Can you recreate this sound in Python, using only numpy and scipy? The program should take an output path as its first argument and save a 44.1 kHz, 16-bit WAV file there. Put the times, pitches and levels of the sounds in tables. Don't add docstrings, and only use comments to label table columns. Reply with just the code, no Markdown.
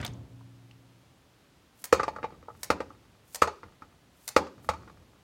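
import sys
import numpy as np
from scipy import signal
from scipy.fft import rfft, irfft, next_fast_len
from scipy.io import wavfile

SR = 44100
rng = np.random.default_rng(int(sys.argv[2]) if len(sys.argv) > 2 else 0)


def master_out(mix):
    frames = np.transpose(np.atleast_2d(mix))
    ceiling = np.clip(frames, -1, 1)
    pcm = np.round(ceiling * 32767).astype(np.int16)
    wavfile.write(sys.argv[1], SR, pcm)


N = 230859
TIME_S = np.arange(N) / SR
BLOW_S = TIME_S[:SR // 4]

# start_s, contact_s, level_db, pitch_hz, emphasis_db, bass_db
CHOPS = [(1.9252, .003, -22.5, 540, 8, 0), (2.7021, .0011, -26, 776, 5.5, 3.5),
         (3.418, .0035, -23.5, 1187, 5, -2.5), (4.363, .00208, -21.5, 417, 7.5, 1.5),
         (4.6886, .0013, -30.5, 830, 9.5, -20)]
# freq_hz, level_db, t60_s
BOARD_MODES = [(255, -22.5, .04), (319, 0, 0.051), (473, 0.5, 0.029), (527, 0.5, 0.032), (600, -9.5, 0.035),
               (660, -17, .06), (850, -11.5, .03), (873, -2, .04), (1103, -10, 0.047), (1200, 1.5, 0.03),
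               (1287, -2, 0.036), (1402, -8, 0.048), (1660, -5, 0.019), (1857, -10.5, 0.073),
               (1956, -16, 0.066), (2385, -16, 0.14), (2610, -21.5, 0.01), (2960, -22, 0.11),
               (3790, -11.5, 0.087), (4330, -11.5, 0.11), (4690, -6, 0.026), (5000, -15.5, .035),
               (6600, -11, 0.094), (7150, -21.5, .035), (7760, -22.5, 0.035)]


def undb(db):
    return 10 ** (np.asarray(db) / 20)


def level(x, db, count=None):
    return x * undb(db) / np.sqrt(np.mean(x[:count] ** 2) + 1e-20)


def fade(t, t60_s):
    return np.exp(-np.log(1000) * t / max(t60_s, 1 / SR))


def swell(rise_s, t60_s):
    return np.minimum(BLOW_S / max(rise_s, 1 / SR), 1) ** 0.55 * fade(np.maximum(BLOW_S - rise_s, 0), t60_s)


def envelope(start_s, rise_s, t60_s, hold_s=0):
    t = TIME_S - start_s
    return np.clip(t / max(rise_s, 1 / SR), 0, 1) * fade(np.maximum(t - rise_s - hold_s, 0), t60_s)


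def add(track, start_s, x):
    i = max(int(start_s * SR), 0)
    track[i:i + len(x)] += x[:N - i]


def band(x, low_hz, high_hz, order=3):
    edges_hz = [low_hz, min(high_hz, .48 * SR)]
    return signal.sosfilt(signal.butter(order, edges_hz, "bandpass", fs=SR, output="sos"), x)


def colour(x, curve):
    size = 2 * next_fast_len(len(x))
    hz, db = np.transpose(curve)
    gain_db = np.interp(np.log(np.fft.rfftfreq(size, 1 / SR) + 1), np.log(hz), db)
    cepstrum = irfft(np.log(undb(gain_db)))
    cepstrum[1:size // 2] *= 2
    cepstrum[size // 2 + 1:] = 0
    return irfft(rfft(x, size) * np.exp(rfft(cepstrum)))[:len(x)]


def balance(x, edges_hz, band_db):
    centres_hz = np.sqrt(np.multiply(edges_hz[:-1], edges_hz[1:]))
    size = SR // 10
    hz = np.fft.rfftfreq(size, 1 / SR)
    for _ in range(2):
        power = 8 * np.abs(rfft(x[:SR // 40], size) / size) ** 2
        have_db = 10 * np.log10(np.histogram(hz, edges_hz, weights=power)[0] + 1e-20)
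        x = colour(x, np.column_stack([centres_hz, band_db - have_db]))
    return x


def impulses(count, per_s, spread_db):
    sizes = undb(spread_db * np.minimum(rng.exponential(size=count), np.pi))
    return level(rng.standard_normal(count) * sizes * (rng.random(count) < per_s / SR), 0)


def ring(modes, t):
    return sum(undb(db) * fade(t, t60_s) * np.sin(2 * np.pi * hz * t) for hz, db, t60_s in modes)


def room_tone():
    # freq_hz, gain_db
    spectrum = [(15, -52), (25, -35), (43, -9.5), (84, -21), (120, -9), (157, -15.5), (256, -11),
                (416, -15.5), (503, -15.5), (624, -16.5), (936, -18.5), (1020, -18.5), (2160, -23),
                (3080, -23), (16000, -39)]
    return level(colour(rng.standard_normal(N), spectrum), -64)


def kitchen_echo(x, first_s=0.0022, build_s=0.0067):
    # freq_hz, level_db, t60_s
    response = [(99.7, -18.5, 0.27), (252, -6, 0.43), (600, -8, 0.33), (866, -3, 0.14), (1260, -11.5, 0.33),
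                (2500, -10.5, 0.36), (5000, -14, 0.36), (7700, -15, 0.22), (15000, -18.5, .17)]
    hz, db, t60_s = np.transpose(response)
    t = np.maximum(TIME_S[:SR * 2 // 3] - first_s, 0)
    edges_hz = np.geomspace(50, 17000, 15)
    echo = np.zeros(len(t))
    for lo, hi in zip(edges_hz, edges_hz[1:]):
        band_db, band_t60_s = (np.interp(np.log(lo * hi) / 2, np.log(hz), c) for c in (db, t60_s))
        tail = band(rng.standard_normal(len(t)), lo, hi) * fade(t, band_t60_s) * (1 - fade(t, build_s))
        echo += tail * undb(band_db) * np.sqrt(2 * (hi - lo) / SR / np.sum(tail ** 2))
    return signal.fftconvolve(x, echo)[:N]


def roll_strength():
    # start_s, level_db, t60_s
    rolls = [(1.92, -48, 3.2), (2.759, -58.5, 1.3), (3.62, -51.5, 0.32), (3.8, -61.5, 1.2),
             (4.55, -52.5, 1.9), (4.74, -54.5, 1.7)]
    return sum(undb(db) * envelope(start_s, rise_s=.04, t60_s=t60_s) for start_s, db, t60_s in rolls)


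def worktop_rumble(settle_db=-37.5, floor_db=-67):
    # freq_hz, gain_db
    spectrum = [(20, -27), (45, -4.5), (70, 5), (110, 2.5), (170, -1), (260, -5), (400, -9.5),
                (1000, -20.5), (4000, -52)]
    rumble = level(colour(rng.standard_normal(N), spectrum), 0)
    settling = undb(settle_db) * fade(TIME_S, t60_s=1)
    return rumble * np.hypot(roll_strength() + settling, undb(floor_db))


def prop_hum(dip_at_s=.275, dip_width_s=0.043, dip_db=-12):
    # freq_hz, level_db, t60_s
    modes = [(108.4, -16, 2.5), (117.7, 3.5, 2.8), (137.5, -18, 8.2), (180.8, -12.5, 4.1), (270, -5.5, 2.8),
             (337, -22, 7.8)]
    quiver = level(ring(modes, TIME_S), -48, count=SR)
    dip = undb(dip_db * np.exp(-((TIME_S - dip_at_s) / dip_width_s) ** 2))
    return quiver * envelope(0, rise_s=.2, t60_s=2.9, hold_s=0.91) * dip


def phone_handling():
    # start_s, level_db
    scrapes = [(0, -43.5), (0.027, -39.5), (.047, -39.5)]
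    # start_s, level_db, centre_hz, width_octaves
    clicks = [(0.0134, -51.5, 3600, 2.2), (0.0475, -37.5, 3510, 0.18), (0.0486, -43, 6540, 2.3),
              (0.0633, -40, 4770, 1.2), (.077, -47.5, 3300, 1.6), (0.134, -61, 6200, .46),
              (.409, -58, 945, 0.63), (0.711, -58, 2900, 0.81)]
    out = np.zeros(N)
    for start_s, db in scrapes:
        rub = band(rng.standard_normal(len(BLOW_S)), 590, 2570, order=2)
        add(out, start_s, level(rub * swell(rise_s=0.0024, t60_s=.1), db, count=SR // 100))
    for start_s, db, hz, octaves in clicks:
        edge_ratio = 2 ** (octaves / 2)
        tick = band(rng.standard_normal(len(BLOW_S)), hz / edge_ratio, hz * edge_ratio, order=2)
        add(out, start_s, level(tick * swell(rise_s=0.00045, t60_s=0.021), db, count=SR // 100))
    return out


def rolling_taps():
    contacts = impulses(N, per_s=45, spread_db=0.2)
    taps = signal.fftconvolve(contacts, ring(BOARD_MODES, BLOW_S))[:N]
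    return level(band(taps, 800, 2600, order=1), -8.5) * roll_strength()


def blow_tone_db(edges_hz, pitch_hz, emphasis_db, bass_db=0, hardness_db_per_octave=0):
    hz = np.sqrt(np.multiply(edges_hz[:-1], edges_hz[1:]))
    favoured = np.exp(-(np.log2(hz / pitch_hz) / .42) ** 2)
    treble_octaves = np.maximum(np.log2(hz / 1500), 0)
    return emphasis_db * favoured + bass_db * (hz < 380) + hardness_db_per_octave * treble_octaves


def board_blow(contact_s, crush_db, crush_top_hz, chatter_t60_s, chatter_db):
    # freq_hz, gain_db
    spectrum = [(150, -15), (500, -6), (1300, -14), (2400, -3), (3200, -11.5), (4600, -6), (7500, -8),
                (10000, -14.5), (15500, -20)]
    crush = colour(rng.standard_normal(len(BLOW_S)) * swell(contact_s, t60_s=0.075), spectrum)
    crush = band(crush, 150, crush_top_hz, order=1)
    chatter = rng.standard_normal(len(BLOW_S)) * swell(contact_s, chatter_t60_s)
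    force = undb(chatter_db) * chatter / np.linalg.norm(chatter)
    force[int(contact_s * SR)] += 1
    wood = signal.fftconvolve(force, ring(BOARD_MODES, BLOW_S))[:len(BLOW_S)]
    return level(wood, 0, count=SR // 40) + level(crush, crush_db, count=SR // 40)


def piece_bounces():
    # start_s, contact_s, level_db, pitch_hz, hardness_db_per_octave
    landings = [(1.994, 0.0069, -34.5, 1260, 0), (2.031, 0.0018, -38.5, 1330, 4),
                (2.0791, 0.0018, -38.5, 840, 1), (2.1609, 0.00154, -49, 1140, 1),
                (2.184, 0.0028, -52, 1190, -3), (2.2293, 0.00095, -45, 1970, -1.5),
                (2.2402, .00254, -39.5, 754, -2), (2.322, 0.00127, -59.5, 318, -5),
                (2.342, 0.0017, -70, 1300, -12), (2.4272, 0.0019, -65.5, 318, -10),
                (2.4826, 0.0026, -51, 980, -25), (2.5011, 0.0016, -60, 1250, -9),
                (2.803, 0.00217, -40, 384, 0), (2.9041, 0.00077, -59, 1200, -11),
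                (3.473, 0.0025, -41, 964, 3.5), (3.6315, 0.00073, -52.5, 1570, -.8),
                (3.8202, 0.00148, -55, 1370, 0.5), (4.467, 0.0017, -55, 1450, 3.5),
                (4.734, 0.0028, -53, 1300, 4.5), (4.8747, 0.0019, -61.5, 1410, 2),
                (4.898, 0.00089, -63.5, 1300, 2.5)]
    edges_hz = [130, 700, 1000, 1600, 3500, 16000]
    spectrum_db = [0, -2, -1.5, -7, -16.5]
    out = np.zeros(N)
    for start_s, contact_s, db, pitch_hz, hardness in landings:
        tone_db = blow_tone_db(edges_hz, pitch_hz, emphasis_db=9, hardness_db_per_octave=hardness)
        hit = board_blow(contact_s, crush_db=-3.5, crush_top_hz=5230, chatter_t60_s=0.027, chatter_db=5)
        add(out, start_s, balance(hit, edges_hz, db + tone_db + spectrum_db))
    return out


def peeling():
    out = np.zeros(N)
    for start_s, *_ in CHOPS:
        crackle = band(impulses(len(BLOW_S), per_s=900, spread_db=1.5), 4000, 6700, order=2)
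        add(out, start_s, undb(-63) * crackle * swell(rise_s=.09, t60_s=1))
    return out


def slicing(grip_step_s=0.0076):
    # start_s, end_s, end_level_db
    strokes = [(1.714, 1.835, -57.5), (2.474, 2.642, -61), (3.21, 3.346, -56.5), (4.058, 4.28, -61),
               (4.574, 4.676, -59.5)]
    out = np.zeros(N)
    for start_s, end_s, db in strokes:
        pressure = np.linspace(0, 1, int((end_s - start_s) * SR))
        grip = rng.standard_normal(16)
        slip_db = 3 * np.interp(pressure * (end_s - start_s), grip_step_s * np.arange(len(grip)), grip)
        grains = band(impulses(len(pressure), per_s=5000, spread_db=2.5), 5500, 15000, order=1)
        add(out, start_s, undb(db) * pressure ** 2 * level(grains * undb(slip_db), 0))
    return out


def splitting():
    # start_s, first_db, wait_s, second_db, top_hz
    splits = [(1.8404, -35, 0.012, -41.5, 20500), (2.631, -34, 0.011, -41.5, 12500),
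              (3.3457, -36, 0.01, -37, 12020), (4.2775, -34.5, 0.0095, -36.5, 10500)]
    # freq_hz, gain_db
    spectrum = [(200, -39), (500, -3), (950, -2.5), (2200, -2), (3000, -7.5), (3700, -4), (6400, 0.5),
                (10000, -1), (15000, -3.5)]
    out = np.zeros(N)
    for start_s, first_db, wait_s, second_db, top_hz in splits:
        for at_s, db in ((start_s, first_db), (start_s + wait_s, second_db)):
            burst = impulses(len(BLOW_S), per_s=13000, spread_db=1.1) * swell(rise_s=.0018, t60_s=0.033)
            crack = band(colour(burst, spectrum), 100, top_hz, order=1)
            add(out, at_s, level(crack, db, count=SR // 100))
    return out


def chopping():
    edges_hz = [130, 400, 700, 1000, 1600, 3500, 16000]
    spectrum_db = [-7.5, -1, -8.5, 0.5, -6.5, -11]
    # freq_hz, level_db, t60_s
    worktop_modes = [(65.3, -14.5, 0.067), (79.6, -6.5, 0.26), (98, -10, 0.18), (187, -8.5, 0.15)]
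    # freq_hz, gain_db
    slap_spectrum = [(100, -6), (200, 0), (400, 0), (650, -3), (900, 2.5), (1300, 5), (1800, -17),
                     (3200, -15.5), (4600, -14.5), (7500, -17.5), (10000, -29.5), (15500, -31.5)]
    boom = undb(-27.5) * ring(worktop_modes, BLOW_S) * (1 - fade(BLOW_S, 0.027))
    knock, slap = np.zeros(N), np.zeros(N)
    for start_s, contact_s, db, pitch_hz, emphasis_db, bass_db in CHOPS:
        tone_db = blow_tone_db(edges_hz, pitch_hz, emphasis_db, bass_db)
        hit = board_blow(contact_s, crush_db=-1.5, crush_top_hz=14000,
                         chatter_t60_s=0.032, chatter_db=-9.5)
        hit = balance(hit, edges_hz, db + tone_db + spectrum_db)
        add(knock, start_s, band(hit, 160, 20000, order=1) + boom)
        burst = colour(rng.standard_normal(len(BLOW_S)) * swell(contact_s, t60_s=.02), slap_spectrum)
        add(slap, start_s, level(burst, -5, count=SR // 40) * np.std(hit[:SR // 40]))
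    return knock, slap


def scene():
    knock, slap = chopping()
    pieces = band(piece_bounces() + rolling_taps(), 110, 20000, order=1)
    carrot = splitting() + slicing() + peeling()
    scuffs = phone_handling()
    hiss = room_tone()
    to_room = undb(-7.5) * knock + slap + undb(-5.5) * pieces + undb(3.5) * carrot + undb(-3.5) * scuffs
    echo = kitchen_echo(to_room)
    return (knock + pieces + carrot + scuffs + prop_hum() + echo + worktop_rumble() + hiss)[None]


def record(dry):
    thin = signal.sosfilt(signal.butter(2, 38, "highpass", fs=SR, output="sos"), dry)
    return signal.sosfilt(signal.ellip(8, .2, 70, 16100, fs=SR, output="sos"), thin)


dry = scene()
out = record(dry)
master_out(out)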